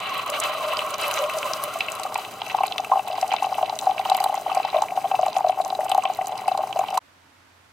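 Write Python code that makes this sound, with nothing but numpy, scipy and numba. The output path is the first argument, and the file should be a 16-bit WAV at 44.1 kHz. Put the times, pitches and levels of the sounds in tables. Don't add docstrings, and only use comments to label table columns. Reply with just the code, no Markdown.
import sys
import numpy as np
from scipy import signal
from scipy.fft import rfft, irfft, next_fast_len
from scipy.io import wavfile
from scipy.ndimage import uniform_filter1d
from numba import njit

SR = 44100
rng = np.random.default_rng(int(sys.argv[2]) if len(sys.argv) > 2 else 0)


def field_ratio(decibels):
    return 10 ** (np.asarray(decibels, dtype=float) / 20)


def waveform_to_disk(signal):
    frames = np.transpose(np.atleast_2d(signal))
    scaled = np.clip(frames, -1, 1) * 32767
    samples = np.round(scaled).astype(np.int16)
    wavfile.write(sys.argv[1], SR, samples)


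N = 340829

# (nominal peak time [s], strength [dB], starting pitch [Hz])
PLOPS = [(0.733, -18, 1120), (0.82, -17.5, 1090), (1.091, -19, 870), (1.371, -11.5, 575),
         (1.512, -15.5, 600), (1.76, -19, 755), (2.0, -20, 800), (2.054, -18, 746), (2.066, -16, 1120),
         (1.808, -21, 990), (2.125, -18.5, 830), (2.16, -9.5, 850), (2.188, -17.5, 825), (2.42, -18, 830),
         (2.549, -6.5, 807), (2.588, -11.5, 920), (2.609, -10, 757), (2.638, -7, 774), (2.784, -23, 1190),
         (2.799, -13.5, 740), (2.849, -22, 1190), (3.084, -21, 760), (2.92, -7, 750), (2.937, -9.5, 794),
         (2.959, -9.5, 760), (2.973, -9.5, 744), (2.996, -13, 780), (3.103, -12.5, 620), (3.132, -18, 710),
         (3.229, -9, 695), (3.292, -19, 720), (3.32, -14, 780), (3.328, -15, 820), (3.341, -6.5, 830),
         (3.426, -10.5, 800), (3.447, -12, 766), (3.469, -13, 750), (3.526, -15.5, 776), (3.593, -15, 777),
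         (3.614, -15.5, 730), (3.631, -5, 662), (3.699, -15.5, 800), (3.728, -16, 750), (3.872, -5.5, 736),
         (3.896, -12, 740), (3.916, -14.5, 774), (3.998, -11, 750), (4.102, -12, 820), (4.119, -4.5, 766),
         (4.151, -10, 755), (4.206, -11.5, 755), (4.244, -9, 790), (4.263, -7.5, 774), (4.298, -13, 755),
         (4.328, -12.5, 774), (4.346, -17, 760), (4.378, -12.5, 747), (4.466, -13, 754), (4.518, -12, 760),
         (4.531, -21, 810), (4.573, -4.5, 682), (4.602, -11, 755), (4.651, -12, 810), (4.732, -18, 785),
         (4.746, -6, 630), (4.764, -4.5, 620), (4.788, -10.5, 630), (4.824, -6.5, 817), (4.839, -11.5, 850),
         (4.922, -16, 700), (4.977, -7.5, 740), (5.045, -12.5, 700), (5.055, -10.5, 697), (5.117, -6, 763),
         (5.14, -15, 686), (5.147, -9.5, 790), (5.194, -5, 650), (5.233, -6, 660), (5.267, -6, 776),
         (5.284, -10, 632), (5.368, -6.5, 714), (5.392, -14, 850), (5.409, -10, 800), (5.447, -5, 658),
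         (5.471, -8.5, 650), (5.497, -5.5, 670), (5.577, -15, 737), (5.59, -15, 746), (5.966, -17, 760),
         (5.603, -7.5, 666), (5.706, -16, 760), (5.728, -13.5, 733), (5.753, -20, 730), (5.792, -7, 557),
         (5.834, -15.5, 674), (5.866, -19, 746), (6.275, -20, 755), (6.294, -20, 764), (5.815, -14.5, 780),
         (5.9, -16, 760), (5.92, -8, 750), (5.951, -7.5, 784), (5.982, -4.5, 734), (6.055, -10.5, 720),
         (6.101, -11, 714), (6.19, -13, 725), (6.215, -14, 675), (6.329, -15.5, 744), (6.46, -22, 680),
         (6.483, -6, 743), (6.518, -8, 704), (6.551, -13.5, 770), (6.579, -11.5, 780), (6.593, -9.5, 600),
         (6.606, -16.5, 750), (6.638, -12, 760), (6.762, -9.5, 620), (6.771, -11.5, 697),
         (6.794, -6.5, 670), (6.815, -12.5, 740), (6.84, -12.5, 850), (6.71, -20, 750), (6.728, -22, 745),
         (6.889, -19, 756), (6.909, -19, 760), (6.947, -17.5, 724), (6.42, -21, 740), (4.5, -18, 1120),
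         (6.039, -17.5, 1020), (6.929, -16, 776), (6.978, -5, 912)]
# (nominal peak time [s], strength [dB], starting pitch [Hz])
DROPS = [ (0.771, -11, 4600), (0.792, -10.5, 2950), (0.94, -15, 4000), (1.042, -16, 2090),
         (1.175, -12, 2180), (1.298, -14.5, 2520), (1.43, -11.5, 2240), (1.536, -8, 4830),
         (1.807, -7, 2450), (1.808, -16, 4000), (1.885, -11, 2570), (2.157, -11.5, 2350),
         (2.418, -12, 3120), (2.499, -17, 2630), (2.635, -14.5, 2460), (2.723, -12.5, 3400),
         (2.782, -9.5, 3400), (3.317, -16.5, 2520), (3.365, -11.5, 3380), (3.697, -12.5, 4000),
         (3.791, -12, 3640), (3.981, -13.5, 2600), (3.994, -20, 3800), (4.099, -9.5, 3540),
         (4.148, -12.5, 3300), (4.822, -18, 3730), (4.885, -19, 2250), (4.907, -21, 2270),
         (5.153, -16.5, 2570), (5.342, -19, 2950), (6.213, -18.5, 2230), (5.703, -17, 3880),
         (5.751, -19, 3740), (5.917, -11, 3170), (6.149, -24.5, 3870), (6.054, -11.5, 2850),
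         (6.728, -15.5, 2950), (1.112, -14, 2540), (1.24, -14.5, 2560), (2.034, -16, 3950),
         (2.25, -15.5, 2640), (2.465, -20, 2550), (2.586, -21, 2650), (2.681, -16, 4000),
         (2.847, -18.5, 2530), (2.994, -19, 2600), (3.129, -23, 3600), (3.424, -22, 2600),
         (3.544, -19.5, 2610), (3.59, -22.5, 2150), (3.628, -18, 3020), (4.203, -27, 2650),
         (5.114, -25, 2620), (5.231, -22, 2870), (5.263, -20, 2800), (5.283, -18.5, 4000),
         (5.331, -21, 3680), (5.366, -20, 3200), (5.617, -20, 4000), (5.809, -18.5, 1720),
         (5.883, -22, 2780), (5.948, -16, 4000), (6.481, -18, 2500), (6.576, -20, 3950), (6.792, -23, 2370),
         (6.885, -20.5, 2880), (6.976, -15.5, 4000)]
# (nominal time [s], strength [dB], starting pitch [Hz])
SPITS = [(0.1765, -20, 15360), (0.2613, -25, 14900), (0.2982, -14.5, 9900), (0.3998, -12, 8640),
         (0.437, -21, 9170), (0.6843, -25, 12100), (0.8629, -27, 12000), (0.9053, -23, 9800),
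         (1.033, -26, 8000), (1.0605, -37, 13900), (1.08, -13, 13980), (1.1117, -15.5, 12000),
         (1.1388, -19, 9750), (1.2371, -26, 9260), (1.2955, -26, 11940), (1.3673, -34, 10000),
         (1.3847, -20, 8350), (1.5334, -26, 7970), (1.6372, -9.5, 14300), (1.7379, -21, 10200),
         (1.7873, -26, 14400), (1.9184, -21, 8360), (2.0338, -21, 8120), (2.1425, -22.5, 7750),
         (2.1765, -20, 12600), (2.4628, -28, 10200), (2.5671, -32, 12600), (2.6342, -28, 10200),
         (2.6663, -20.5, 10400), (2.7797, -25, 8460), (2.846, -31, 12100), (3.079, -24.5, 9970),
         (3.2122, -21, 8000), (3.2776, -27, 8250), (3.3354, -28, 8500), (3.422, -28, 9800),
         (3.459, -30.5, 8100), (3.788, -18, 8300), (3.8553, -30, 8140), (4.0976, -19, 9260),
         (4.146, -23.5, 10200), (4.1674, -17, 11920), (4.2009, -21.5, 8330), (4.2391, -11, 12080),
         (4.3415, -28, 9620), (4.4113, -30.5, 10000), (4.5472, -24, 8120), (4.8197, -22, 7700),
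         (5.261, -24, 10200), (5.3637, -30, 8050), (5.6116, -30, 7900), (5.8451, -28, 9350),
         (5.8943, -22.5, 9170), (5.9155, -22, 9150), (5.9459, -22, 14030), (5.976, -24.5, 10140),
         (6.0354, -26.5, 8000), (6.1469, -28, 15400), (6.2694, -22, 9100), (6.3764, -31, 10200),
         (6.4093, -30, 14400), (6.479, -26.5, 9690), (6.5743, -24, 8590), (6.7898, -22.5, 10100),
         (6.9026, -29, 8180), (6.9431, -25.5, 10000), (6.974, -18, 8700)]
# (time [s], churn [dB], spatter [dB])
STREAM = [(0.0, -34, -33.5), (0.19, -29.5, -31.5), (0.5, -28.5, -30.5), (1.1, -26.5, -30.5),
          (1.22, -26, -33.5), (1.45, -26, -37.5), (1.7, -28.5, -37.5), (1.9, -31, -38), (2.3, -32.5, -42),
          (3.5, -34, -42), (4.2, -32.5, -42), (5.8, -36, -48), (6.95, -36.5, -45)]
# (frequency [Hz], width [Hz], relative level [dB], left minus right [dB])
MUG_RESONANCES = [(630, 46, 1.5, 1), (755, 61.4, 6.5, 2.6), (1021, 223, 2, -2.5), (1068, 65.4, 8.5, 0),
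                  (1190, 53, 6.5, -2.5), (1260, 157, 4.5, -0.5), (1926, 547, 3, 0.5), (2428, 152, 3, -7),
                  (2637, 46, 9.5, 3), (2950, 186, 6, -1), (3276, 235, -7.5, -23.5), (3540, 76, 2.5, -1),
                  (4000, 136, 7.5, 0.5), (4830, 263, 4.5, -3), (6136, 590, 3, 2), (7090, 120, 4, -8),
                  (7810, 610, 0.5, 5), (9550, 760, -4, -11.5), (10020, 250, 3.5, 0), (12260, 2040, 0, -1.5),
                  (13900, 2430, 3.5, -3.5), (15400, 5200, -2.5, -7)]
# (frequency [Hz], relative density [dB per Hz])
CHURN_SPECTRUM = [(300, 5), (600, 2), (1200, -8), (1600, -8), (2500, -16.5)]
# (frequency [Hz], relative density [dB per Hz])
SPATTER_SPECTRUM = [(1200, 10), (2000, 6.5), (3000, 8), (4500, -2), (6000, -42.5), (16000, -33)]
# (frequency [Hz], mean rms level [dB])
PUMP_TONES = [(93, -69), (118.4, -62.5), (149, -69.5), (188.4, -65), (296.1, -62.5), (419.9, -54.5)]
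# (frequency [Hz], relative density [dB per Hz])
KITCHEN_SPECTRUM = [(20, -11.5), (60, -6.5), (110, 2.5), (250, 3.5), (500, 6), (1000, 4), (2500, -55.5),
                    (6000, -29), (16000, -45.5)]
# (frequency [Hz], relative density [dB per Hz])
LOUNGE_SPECTRUM = [(12, -49.5), (20, -25.5), (58, -24.5), (72, -20), (93, -12), (120, -15.5), (210, -20.5),
                   (270, -14.5), (410, -22), (897, -17), (1450, -18), (4500, -28.5), (13900, -41),
                   (16000, -48)]
# (time [s], level [dB])
MIST_LEVEL = [(0, -50), (1.6, -46), (2.6, -53.5), (7, -51.5)]
# (time [s], half length [s], spatter change [dB], churn change [dB])
BREAKS = [(.192, 0.031, 6.5, 0), (0.344, 0.02, 5, -0.5), (.437, 0.016, 5, 0), (0.628, .018, 3.5, 1),
          (0.534, 0.034, -1, -1.5), (0.247, 0.013, -6, -4), (0.31, 0.0072, -13, -5), (0.397, .014, -11, -1),
          (.474, .014, -6, 3), (0.593, 0.026, -5, -0.5), (0.67, 0.011, -14, -2.5), (0.854, .018, -4, -2),
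          (0.971, 0.012, -8, -11), (1.27, .02, -9, -2), (1.409, 0.019, 1, -2)]
# (time [s], centre pitch [Hz], base level [dB])
LOW_GURGLE = [(0, 710, -64), (.33, 600, -29), (.7, 639, -29.5), (.95, 620, -33.5), (1.12, 600, -31.5),
              (1.19, 558, -30), (1.25, 647, -24.5), (1.42, 600, -33), (1.5, 623, -35), (1.7, 640, -28.5),
              (1.95, 696, -42)]
# (time [s], centre pitch [Hz], base level [dB])
HIGH_GURGLE = [(0, 1144, -29.5), (.2, 1192, -27), (.6, 1134, -28), (1.15, 1130, -28.5), (1.3, 1075, -31),
               (1.4, 1080, -44), (1.46, 1138, -19), (1.55, 1170, -51), (1.95, 1160, -47)]

POOL_S = 1.84, 3.08
CUT_S, FADE_S = 6.993, .006


def level(x, db):
    return x * field_ratio(db) / np.sqrt(np.mean(x ** 2))


def colour(points, channels=1):
    hz, db = np.transpose(points)
    size = next_fast_len(N)
    f = np.maximum(np.arange(size // 2 + 1) * SR / size, 1)
    noise = rfft(rng.standard_normal((channels, size)))
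    shape = field_ratio(np.interp(np.log(f), np.log(hz), db))
    return level(irfft(noise * shape, size)[:, :N], 0)


def walk(rate):
    hold = int(SR / rate)
    steps = np.repeat(rng.standard_normal(N // hold + 1), hold)
    return uniform_filter1d(uniform_filter1d(steps, hold), hold)[:N]


def stereo(mid, side):
    return mid + side * np.array([[1], [-1]])


def tilt(pan_db):
    return field_ratio(np.array([[.5], [-.5]]) * pan_db)


@njit
def ring(start, hz, cycles, rise, peak, glide, lean, sudden):
    out = np.zeros((2, N))
    for k in range(len(start)):
        first = int(start[k])
        life, swell = cycles[k] * SR / hz[k], rise * SR / hz[k]
        phase = 0.
        for i in range(min(int(6 * life / sudden), N - first)):
            envelope = (1 - np.exp(-i / swell)) * np.exp(-(i / life) ** sudden)
            v = peak[k] * envelope * np.sin(phase)
            out[0, first + i] += v * (1 + lean[k])
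            out[1, first + i] += v * (1 - lean[k])
            phase += min(2 * np.pi * hz[k] / SR * (1 + glide * i / life), 3.)
    return out


def events(table, cycles, rise, glide, lean, early_s, count=1, burst_s=0., scatter=0., rest_db=0.,
           sudden=1., uneven=0.):
    s, db, hz = np.repeat(table, count, axis=0).T
    stray = np.arange(len(s)) % count > 0
    u, v = rng.standard_normal((len(s), 4)).T, rng.random(len(s))
    start = np.maximum(s - early_s + stray * burst_s * v ** 2, 0) * SR
    stray_gain = np.sign(u[0]) * (1 - v) ** 1.22 * field_ratio(rest_db)
    peak = field_ratio(db) * np.where(stray, stray_gain, 1)
    hz = np.minimum(hz * np.exp(stray * scatter * u[1]), SR / 2.7)
    lives = cycles * np.exp(uneven * u[3])
    return ring(start, hz, lives, max(rise, .01), peak, glide, lean * u[2], max(sudden, 1.))


def with_lesser(table, per_s, top_db, range_db, hz, scatter, from_s=0):
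    span_s = CUT_S - from_s
    count = int(per_s * span_s)
    u, v = rng.random((count, 2)).T, rng.standard_normal(count)
    lesser = zip(from_s + u[0] * span_s, top_db - range_db * u[1], hz * np.exp(scatter * v))
    return list(table) + list(lesser)


def swarm(gust, count, lo_hz, hi_hz, cycles, rise, range_db, lean):
    u = rng.random((count, 4)).T
    start = u[0] * N
    hz = lo_hz * (hi_hz / lo_hz) ** u[1]
    size = field_ratio(range_db * u[2] ** 3) * gust[start.astype(int)]
    lives = np.full(count, 1. * cycles)
    return level(ring(start, hz, lives, max(rise, .01), size, 0.021, lean * (2 * u[3] - 1), 1.0), 0)


def air(points, db, side_db, bass_hz):
    mid, side = colour(points, channels=2)
    high_pass = signal.butter(1, bass_hz, "high", fs=SR, output="sos")
    return level(stereo(mid, field_ratio(side_db) * signal.sosfilt(high_pass, side)), db)


def pump():
    t = np.arange(N) / SR
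    hum = np.zeros(N)
    for hz, db in PUMP_TONES:
        gain = np.sqrt(2) * field_ratio(db + 0.76 * walk(8.0))
        hum += gain * np.sin(2 * np.pi * (hz * t + 0.31 * walk(5)))
    return hum


def breaks(t):
    return sum(np.array([[spatter_db], [churn_db]]) * np.exp(-((t - s) / half_s) ** 2)
               for s, half_s, spatter_db, churn_db in BREAKS)


def churn(deep, gust):
    calm = np.ones(N)
    low = swarm(calm, count=500, lo_hz=478.5, hi_hz=667, cycles=6.4, rise=1.0, range_db=5.0, lean=0.042)
    high = swarm(calm, count=1800, lo_hz=954.0, hi_hz=1404, cycles=13.6, rise=1.5, range_db=6.5, lean=0.05)
    shallow = field_ratio(-6.5) * low + field_ratio(-8) * high
    bubbles = swarm(gust, count=1800, lo_hz=620, hi_hz=977, cycles=2.27, rise=0.27, range_db=18.0, lean=0.093)
    noise = field_ratio(-6 + 3.5 * walk(90)) * colour(CHURN_SPECTRUM)
    return (1 - deep) * shallow + deep * bubbles + noise


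def spatter(deep, gust):
    mid, side = colour(SPATTER_SPECTRUM, channels=2)
    hiss = field_ratio(-1.5 - 3 * deep) * gust * stereo(mid, 0.45 * side)
    grains = swarm(gust, count=2500, lo_hz=1895, hi_hz=5400, cycles=2.8, rise=0.059, range_db=21, lean=0.7)
    return hiss + field_ratio(-12 + 9 * deep) * grains


def rush(t, deep, gust, dip_db):
    s, churn_db, spatter_db = np.transpose(STREAM)
    surge_db = (1.36 + deep) * 1.6 * walk(14)
    churn_gain = field_ratio(np.interp(t, s, churn_db) + dip_db[1])
    spatter_gain = field_ratio(np.interp(t, s, spatter_db) + dip_db[0] + surge_db)
    return churn_gain * churn(deep, gust) + spatter_gain * spatter(deep, gust)


def mist(t, gust):
    spray = swarm(gust, count=1100, lo_hz=5500, hi_hz=17700, cycles=1.45, rise=0.054, range_db=28.5, lean=0.93)
    return field_ratio(np.interp(t, *np.transpose(MIST_LEVEL)) + 5.5 * walk(25)) * spray


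def gurgle(curve, count, cycles, scatter, range_db, share_db, pan_db):
    s, hz, db = np.transpose(curve)
    u, v = rng.random((count, 3)).T, rng.standard_normal(count)
    at = u[0] * s[-1]
    drowning = np.clip((s[-1] - at) / 0.23, 0, 1)
    size = field_ratio(np.interp(at, s, db) + share_db + range_db * u[1] ** 2) * drowning
    pitch = np.interp(at, s, hz) * np.exp(scatter * v)
    notes = ring(at * SR, pitch, cycles * (.5 + u[2]), 1.0, size, -0.042, 0 * at, 1.45)
    return notes * tilt(pan_db)


def spits():
    table = with_lesser(SPITS, per_s=6, top_db=-31.5, range_db=23.5, hz=11998.5, scatter=0.9)
    return events(table, cycles=2.6, rise=0.13, glide=0.037, lean=0.49, early_s=-0.00062, count=16,
                  burst_s=0.0098, scatter=0.312, rest_db=2.0)


def drops():
    table = with_lesser(DROPS, per_s=10, top_db=-30, range_db=8, hz=3100, scatter=0.25)
    return events(table, cycles=1.92, rise=0.34, glide=0.024, lean=0.27, early_s=0.001218, count=6,
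                  burst_s=0.0073, scatter=0.3, rest_db=-5)


def plops():
    table = with_lesser(PLOPS, per_s=26, top_db=-23, range_db=8, hz=750, scatter=0.13, from_s=POOL_S[1])
    return events(table, cycles=3.3, rise=0.2, glide=0.06, lean=0.043, early_s=0.0048, sudden=1.4, uneven=0.18)


def slaps():
    luck = rng.standard_normal((len(PLOPS), 2))
    table = [(s, db - 31.5 + 8.5 * a, 3270 * np.exp(0.26 * b)) for (s, db, _), (a, b) in zip(PLOPS, luck)]
    return events(table, cycles=1.8, rise=0.078, glide=0.02, lean=0.22, early_s=0.0012, count=3,
                  burst_s=0.003, scatter=0.33, rest_db=-4.0)


def satellites():
    luck = rng.standard_normal((len(PLOPS), 2))
    fade_db_per_s = 4.5
    table = [(s, db - 16 - fade_db_per_s * s + 10.5 * a, 975 * np.exp(0.079 * b))
             for (s, db, _), (a, b) in zip(PLOPS, luck) if s > POOL_S[0]]
    return events(table, cycles=5.0, rise=0.15, glide=0.095, lean=0.115, early_s=0.00451)


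def mug(x):
    out = np.zeros((2, N))
    for k, (hz, width, db, pan_db) in enumerate(MUG_RESONANCES):
        pole = np.exp((2j * hz - width) * np.pi / SR)
        polarity = (-1) ** k
        z = polarity * 2 * (1 - abs(pole)) * signal.lfilter([1], [1, -pole], x)
        out += field_ratio(db) * tilt(pan_db) * z.imag
    notch_hz, notch_width_hz = 1760, 330
    notched = signal.lfilter(*signal.iirnotch(notch_hz, notch_hz / notch_width_hz, fs=SR), out)
    out = .2 * out + .8 * notched
    return signal.sosfilt(signal.butter(4, 380, "high", fs=SR, output="sos"), out)


def pour():
    t = np.arange(N) / SR
    deep = np.interp(t, POOL_S, [0, 1])
    gust = field_ratio((2.5 + 1.4 * deep) * walk(70))
    dip_db = breaks(t)
    stream = rush(t, deep, gust, dip_db) + mist(t, gust)
    notes = gurgle(LOW_GURGLE, count=70, cycles=17.2, scatter=0.0396, range_db=12.0, share_db=-4.5, pan_db=0.7)
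    notes += gurgle(HIGH_GURGLE, count=200, cycles=15.8, scatter=0.072, range_db=11.5, share_db=-7, pan_db=-2.0)
    splashes = spits() + drops() + plops() + slaps() + satellites()
    return field_ratio(dip_db[1]) * notes + mug(stream + splashes)


def counter(x):
    room_db, t60_s = -17, 0.14
    t = np.arange(int(.15 * SR)) / SR
    tail = rng.standard_normal((2, len(t))) * field_ratio(-60 * t / t60_s) * (t > .002)
    tail = tail / np.sqrt(np.sum(tail ** 2, axis=1, keepdims=True))
    return x + field_ratio(room_db) * signal.fftconvolve(x, tail, axes=1)[:, :N]


def living_room(t):
    tone = air(LOUNGE_SPECTRUM, -54.5, side_db=-1.0, bass_hz=298) * field_ratio(np.array([[-2.5], [0.4]]))
    return tone + field_ratio(-65) * np.sin(2 * np.pi * 89 * t)


def scene():
    t = np.arange(N) / SR
    kitchen = air(KITCHEN_SPECTRUM, -47, side_db=-7.5, bass_hz=600) + pump() + counter(pour())
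    before = np.clip((CUT_S - t) / FADE_S, 0, 1)
    after = np.clip((t - CUT_S - .003) / 0.024, 0, 1)
    return kitchen * before + living_room(t) * after


def band_limit(x):
    return signal.sosfilt(signal.butter(12, 16800, fs=SR, output="sos"), x)


def record(dry):
    low_pass = signal.ellip(8, .3, 45, 15800, fs=SR, output="sos")
    mix = signal.sosfilt(low_pass, dry)
    return band_limit(mix)


dry = scene()
out = record(dry)
waveform_to_disk(out)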